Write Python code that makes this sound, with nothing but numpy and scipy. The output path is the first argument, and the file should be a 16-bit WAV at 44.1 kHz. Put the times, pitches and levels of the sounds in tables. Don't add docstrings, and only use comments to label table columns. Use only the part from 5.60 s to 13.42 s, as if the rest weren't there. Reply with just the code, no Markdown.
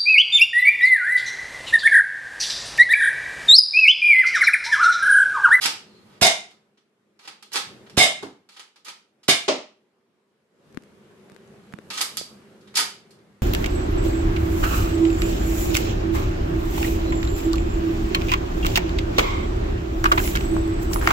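import sys
import numpy as np
from scipy import signal
from scipy.io import wavfile
from scipy.ndimage import uniform_filter1d

SR = 44100
rng = np.random.default_rng(int(sys.argv[2]) if len(sys.argv) > 2 else 0)


def pcm_store(signal):
    levels = np.round(np.clip(np.atleast_2d(signal), -1, 1) * 32767)
    wavfile.write(sys.argv[1], SR, levels.astype(np.int16).T)


def natural_amplitude(level_db):
    exponent = np.asarray(level_db, float) / 20
    return 10 ** exponent


N = 344862


def evened(x):
    return x / np.sqrt(np.mean(x ** 2) + 1e-20)


def read(points, hz):
    f, value = np.transpose(points)
    return np.interp(np.log(hz + 1), np.log(f + 1), value)


def add(mix, s, sound):
    part = mix[..., round(s * SR):][..., :sound.shape[-1]]
    part += sound[..., :part.shape[-1]]


def colour(points, tilt_db=0., modes=()):
    hz = np.abs(np.fft.fftfreq(4096, 1 / SR))
    db = read(points, hz) + tilt_db * np.log2(np.clip(hz, 300, 12000) / 3000)
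    for f, width, top in modes:
        db = db + top / (1 + (2 * (hz - f) / width) ** 2)
    log_gain = np.log(natural_amplitude(np.maximum(db, -100)))
    h = np.fft.ifft(np.exp(np.conj(signal.hilbert(log_gain)))).real[:2048]
    return h / np.linalg.norm(h)


def resonate(x, hz, width):
    return signal.lfilter(*signal.iirpeak(hz, hz / width, SR), x)


def blow(db, tilt_db, ms, points, modes):
    t = np.arange(1200) / SR
    fade = np.exp(-t * 1000 / max(ms, .2)) * np.minimum(t / 0.0004, 1)
    contact = rng.standard_normal(1200) * fade
    contact[12] += .4 * np.linalg.norm(contact)
    body = colour(points, tilt_db, modes)
    sound = np.convolve(contact, body)
    around = np.pad(body, (12, len(sound) - len(body) - 12)) * np.linalg.norm(sound)
    return natural_amplitude(db) * np.array([sound, around]) / abs(sound).max()


# frequency in Hz, level in dB per Hz.
SHELL = [(88, -46.5), (150, -19), (327, -9), (659, -12), (828, -5), (2590, -4), (3710, -3), (11100, -15.5),
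         (13000, -23.5), (14000, -55)]
POP_S = [.6186, 2.3758, 3.6876]
# pop in dB, air rush in dB, rush length in seconds,
# frequency in Hz below which the pop fades out.
SHOTS = [
    (-10.5, -10, 0.047, 54),
    (-5.5, -13, 0.055, 66),
    (-3, -9, 0.026, 240),
]
PIPE_DB = [.5, 2.5, 0.5, -4, -8, -14]
# frequency in Hz, level in dB per Hz.
RUSH = [(88, -50), (150, -20), (566, -20), (698, -8), (1330, -16.5), (3640, -10.5), (9950, -11),
        (11800, -28.5), (14000, -80)]
# frequency in Hz, width in Hz, height in dB.
PLUNGER = [(483, 68, 2.5), (1180, 220, 2), (3130, 610, 6), (4650, 160, 6), (8200, 130, 1.5)]


def shots():
    out = np.zeros((2, N))
    pipe_hz, pipe_width_hz = 714, 58
    for s, (pop_db, rush_db, length, low_hz) in zip(POP_S, SHOTS):
        t = np.arange(round(.022 * SR)) / SR
        catch = np.convolve(rng.standard_normal(len(t)), colour(SHELL, 1.2))[:len(t)]
        add(out[0], s - .0085, natural_amplitude(rush_db - 7.5) * catch * np.minimum(t / .004, 1) ** 2)

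        u = np.arange(2000) / SR / .0004
        suck = -3.6 * u * np.exp(-u)
        pop = signal.lfilter(*signal.butter(2, low_hz, "high", fs=SR), suck)
        add(out[1], s + .0002, natural_amplitude(pop_db) * pop)

        t = np.arange(round((length + .06) * SR)) / SR
        gusts = natural_amplitude(3.9 * evened(uniform_filter1d(rng.standard_normal(len(t)), 160)))
        air = rng.standard_normal(len(t)) * gusts
        tube = np.zeros(len(t))
        for k, db in enumerate(PIPE_DB):
            tube += natural_amplitude(db) * resonate(air, (2 * k + 1) * pipe_hz, pipe_width_hz * (1 + k / 3))
        hiss = np.convolve(air, colour(RUSH, 0., PLUNGER))[:len(t)]
        fade_db = 298.5 * (length - 0.046)
        shape_db = fade_db * t / length - 1100 * np.maximum(t - length, 0)
        shape = natural_amplitude(shape_db) * np.minimum(t / 0.0015, 1)
        add(out[0], s + .002, natural_amplitude(rush_db) * shape * 0.5 * (evened(tube) + evened(hiss)))
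    return out


# frequency in Hz, width in Hz, height in dB.
SHELL_MODES = [(815, 99, 5), (1262, 79, 7.5), (2370, 300, 0), (3040, 300, -0.5), (4870, 870, 4)]
# start in seconds, peak in dB, brightness in dB per octave.
CLACKS = [(0.014, -23, 3), (0.387, -75, -3), (0.908, -42.5, 1), (1.174, -54.5, -1.5), (1.592, -41.5, 0),
          (1.651, -40.5, -1.8), (1.932, -18, 9.5), (2.264, -46, -3.5), (2.89, -40, 1.3),
          (2.965, -38.5, -0.5), (3.16, -41, 0.2), (3.248, -35, 5.5), (3.266, -34.5, -0.5), (3.632, -45, 2),
          (6.303, -22.5, 1), (6.374, -19, 2), (7.01, -49.5, 3), (7.074, -44.5, -1.5), (7.142, -34, -1.5),
          (7.154, -14, 5.9), (7.17, -5.5, 5), (7.193, -16.5, 12.5), (7.507, -43.5, 6.5)]
# start in seconds, peak in dB, brightness in dB per octave, blow length in ms.
STOPS = [(0.0551, -17, -2.5, 1.2), (0.0591, -7, 2.5, 1.4), (1.6761, -33.5, -0.5, 5.6),
         (1.826, -36.5, 2.5, 7), (1.945, -29, -1, 2.9), (1.958, -12.5, 0.9, 3.2), (2.976, -50, 1, 1.3),
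         (2.298, -39, 1.5, 2.4), (2.996, -33, 0.1, 2), (3.2841, -30, 1, 1.5), (6.409, -16.5, 0, 2.5),
         (6.4137, -11.5, 10.5, 1.6), (6.5713, -15.5, 6.5, 0.43), (6.581, -57, 6, 2.5), (7.59, -62, -3, 1.1)]
# start in seconds, length in seconds,
# level at start in dB, level at end in dB, brightness in dB per octave.
STROKES = [(0.006, 0.038, -36, -24, 3), (1.605, 0.051, -66, -54.5, 0), (1.911, 0.063, -49, -28.5, 0),
           (2.916, 0.083, -59.5, -72, 0.5), (3.249, 0.045, -55.5, -42.5, 0), (6.301, 0.1, -43.5, -42, 2.5),
           (7.154, 0.045, -46, -22, -0.7), (0.302, 0.28, -76.5, -63.5, -3.5)]


def slide():
    out = np.zeros((3, N))
    blows = [(*row, 2.5, -7.5) for row in CLACKS]
    blows += [(*row, 0.5) for row in STOPS]
    for k, (s, db, tilt_db, ms, facing_db) in enumerate(blows):
        hollow = 1 + 0.1334 * tilt_db
        modes = [(f, w, hollow * top) for f, w, top in SHELL_MODES]
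        for f in np.exp(rng.uniform(np.log(700), np.log(10000), size=5)):
            modes.append((f, .06 * f, 4))
        sound, around = blow(db + 4.0, tilt_db, ms, SHELL, modes)
        add(out[k % 2], s - .001, around)
        add(out[2], s - .001, sound * natural_amplitude(facing_db))
    for s, length, start_db, end_db, tilt_db in STROKES:
        n = round(length * SR)
        slips_db = 8.8 * np.minimum(rng.exponential(1, n), 5)
        grit = rng.standard_normal(n) * natural_amplitude(slips_db)
        drag = evened(np.convolve(grit, colour(SHELL, tilt_db, SHELL_MODES))[:n])
        shape = natural_amplitude(np.linspace(start_db, end_db, n)) * np.minimum(np.arange(n) / 250, 1)
        add(out[1:], s, (drag * shape)[None])
    return out


# start in seconds, length in seconds, level in dB,
# frequency in Hz, width in Hz.
SPRING = (.2, .27, -65, 4200, 300)


def spring():
    out, (s, length, db, hz, width) = np.zeros(N), SPRING
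    n = round(length * SR)
    whistle = evened(resonate(rng.standard_normal(n), hz, width))
    add(out, s, natural_amplitude(db) * whistle * np.hanning(n))
    return out


# start in seconds, peak in dB, brightness in dB per octave, blow length in ms.
THUDS = [
    (2.626, -25.5, -4.5, 1.9),
    (3.881, -11, -4, 4.4),
]
# frequency in Hz, level in dB per Hz.
TARGETS = [
    [(47, -44), (80, -14), (422, -1), (536, -14.5), (808, -10.5), (1480, -18), (2230, -27), (4270, -24),
     (11500, -36.5), (14000, -65)],
    [(35, -73.5), (60, -37.5), (381, -2.5), (1370, -14), (1570, -23.5), (1970, -16), (5370, -17.5),
     (9500, -34), (14000, -68.5)],
]
# frequency in Hz, width in Hz, height in dB.
TARGET_MODES = [
    [(132, 39, 3), (284, 66, 4.5), (910, 99, 1.5)],
    [(259, 62, 6.5), (362, 18, 3), (602.4, 56, 11)],
]


def darts():
    out = np.zeros((2, N))
    for (s, db, tilt_db, ms), points, modes in zip(THUDS, TARGETS, TARGET_MODES):
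        add(out, s - .001, blow(db + 1.0, tilt_db + 5.0, ms, points, modes))
    return out


def direct(x, db):
    left = signal.lfilter([.45], [1, -.45], x) + .2 * np.roll(x, 11)
    right = natural_amplitude(4.5) * (np.roll(x, 4) + 0.026 * np.roll(x, 23))
    return natural_amplitude(db) * np.array([left, right])


# start in seconds,
# snap peak in dB, knock peak in dB, knock frequency in Hz, left-right balance in dB.
TICKS = [(5.125, -56, -54.5, 217.4, 19), (5.145, -38.5, -42.5, 151, 18.5), (5.172, -19, -22.5, 248, 34),
         (5.2219, -50.5, -52, 210, -22), (5.235, -44, -60, 151, 6), (5.6976, -37, -56, 396, 18),
         (5.7177, -40, -46, 150, -21), (5.745, -49.5, -53, 298, 20), (5.7626, -33.5, -52, 396, 23),
         (5.875, -65, -57, 228, 6), (6.124, -36.5, -52, 450, 4), (6.137, -21, -29, 180, -19),
         (6.1866, -28.5, -32, 364, 18), (6.6117, -32, -27.5, 494, -17)]


def fingers():
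    out, t = np.zeros((2, N)), np.arange(700) / SR
    for s, snap_db, knock_db, hz, pan_db in TICKS:
        fizz_db = -54 + 0.32 * (snap_db + 39)
        fizz = resonate(rng.standard_normal(len(t)) * np.exp(-t / 0.0014), 4300, 4600)
        snap = np.sin(2 * np.pi * 1627 * t) * np.exp(-t / 0.00041)
        knock = np.sin(2 * np.pi * hz * t + 1.9) * t * hz * np.exp(-t * hz * 2.6)
        sound = natural_amplitude(snap_db + 6) * snap + natural_amplitude(fizz_db + 14) * fizz + natural_amplitude(knock_db + 23) * knock
        add(out, s + 0.00098, sound * natural_amplitude(np.minimum([[pan_db], [-pan_db]], 0)))
    return out


# middle in seconds, half length in seconds, level in dB.
RUBS = [
    (0.497, 0.13, -71),
    (6.52, 0.3, -57),
    (7.198, .6, -80.5),
]


def sleeves():
    t = np.arange(N) / SR
    rubs = np.zeros(N)
    for s, half, db in RUBS:
        rubs += natural_amplitude(db - 20 * ((t - s) / half) ** 2)
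    return rubs * evened(resonate(rng.standard_normal((N, 2)).T, 9700, 6000))


# frequency in Hz, left-right likeness from -1 to 1.
SAME = [(60, .75), (200, .92), (370, .9), (670, .5), (1220, .2), (2240, 0), (7500, 0), (13600, -.15)]


def paired(frames, size):
    hz = np.fft.rfftfreq(size, 1 / SR)
    a, b, c, d = rng.standard_normal((frames, len(hz), 4)).T
    like = np.clip(read(SAME, hz), -1, 1)[:, None]
    left = a + 1j * b
    right = like * left + np.sqrt(1 - like ** 2) * (c + 1j * d)
    return hz, np.array([left, right])


# frequency in Hz, time to fall 60 dB in seconds.
ROOM = [(150, 0.32), (400, 0.31), (1040, 0.34), (2760, 0.36), (7280, 0.31), (14000, 0.24)]
# frequency in Hz, left-right difference in dB.
ROOM_LEAN = [(60, -0.5), (230, -2.5), (900, 0), (3510, -0.5), (13600, -7)]


def room(x, wet_db):
    hz, z = paired(320, 256)
    t = np.arange(z.shape[-1]) * 64 / SR
    lean_db = read(ROOM_LEAN, hz)[:, None] * np.array([.5, -.5])[:, None, None]
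    wall_db = -1.5 * np.log2(np.maximum(hz / 3000, 1))[:, None]
    decay_db = -60 * t / read(ROOM, hz)[:, None]
    tail = signal.istft(z * natural_amplitude(lean_db + wall_db + decay_db), nperseg=256, noverlap=192)[1]
    i = np.arange(tail.shape[1])
    tail *= np.minimum(i / 200, 1)
    tail *= 1 + 0.85 * np.exp(-i / SR / 0.0095)
    tail *= natural_amplitude(wet_db) / np.sqrt((tail ** 2).sum() / 2)
    return signal.oaconvolve(x[None], tail, axes=1)[:, :N]


# time in seconds, level in dB.
GATE = [(0, -50), (.6, -55), (0.848, -59), (1.2, -68.5), (1.901, -62.5), (2.1, -47.5), (2.35, -51),
        (2.751, -61), (3.0, -70), (3.601, -65.5), (4.551, -67), (4.9, -66), (5.103, -53), (5.35, -53.5),
        (5.698, -51), (6.751, -49.5), (7.201, -53), (7.82, -57)]
# frequency in Hz, width in Hz, level in dB.
HUM = [(207.4, 59, 5.5), (396, 7.4, 3), (371, 11, -1), (298, 12, -16.5)]
# middle in seconds, half length in seconds, change in dB.
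DUCKS = [
    (0., .35, -12.5),
    (6.488, 0.28, -18),
]
# frequency in Hz, level in dB per Hz.
AIR = [(24, -40), (40, -26), (81, -21), (143, -2.5), (321, -10.5), (363, -4.5), (739, -19), (1270, -20),
       (7050, -36), (12400, -40.5), (14000, -60)]


def background():
    hz, z = paired(N // 256 + 5, 1024)
    patches = rng.standard_normal(z.shape[:0:-1]).T
    patches_db = 1.3 * evened(uniform_filter1d(uniform_filter1d(patches, 8, 0), 12, 1))
    white = signal.istft(z * natural_amplitude(patches_db), nperseg=1024, noverlap=768)[1][:, :N]
    air_gain = natural_amplitude(read(AIR, hz)[:, None] + patches_db)
    air = evened(signal.istft(z * air_gain, nperseg=1024, noverlap=768)[1][:, :N])
    hum = np.zeros((2, N))
    for f, width, db in HUM:
        line = resonate(resonate(resonate(white, f, 3 * width), f, width), f, width)
        hum += natural_amplitude(db) * evened(line)

    s, gate_db = np.transpose(GATE)
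    t = np.arange(N) / SR
    air_db = np.interp(t, s, gate_db)
    late_db = np.interp(t - .15, s, gate_db)
    hum_db = -61.5 + 1.3 * (np.minimum(air_db, late_db) + 55.5)
    for at, half, db in DUCKS:
        hum_db = hum_db + db * np.maximum(1 - abs(t - at) / half, 0)
    bass = signal.sosfiltfilt(signal.butter(3, 175, fs=SR, output="sos"), air)
    air = air - bass * (1 - natural_amplitude(np.minimum(.8 * (air_db + 55), 0)))
    return natural_amplitude(hum_db) * evened(hum) + natural_amplitude(air_db) * air


def scene():
    (air, pop), (here, there, near), foam = shots(), slide(), darts()
    tails = room(air + natural_amplitude(-7.5) * pop, 1.4) + room(here + spring(), 2.4)
    tails = tails + room(there, 6.0) + room(foam[1], 8.4)
    straight = direct(air, -1.5) + direct(pop, -1.9) + direct(near, -1.4) + direct(foam[0], -8.5)
    return tails + straight + fingers() + sleeves() + background()


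def band_limit(x):
    return signal.sosfilt(signal.butter(12, 14250, fs=SR, output="sos"), x)


def record(dry):
    heard = signal.lfilter(*signal.butter(1, 40, "high", fs=SR), dry)
    heard = .9 * np.tanh(heard / .9)
    heard = signal.sosfilt(signal.cheby1(10, 1, 13300, fs=SR, output="sos"), heard)
    return band_limit(heard)


dry = scene()
out = record(dry)
pcm_store(out)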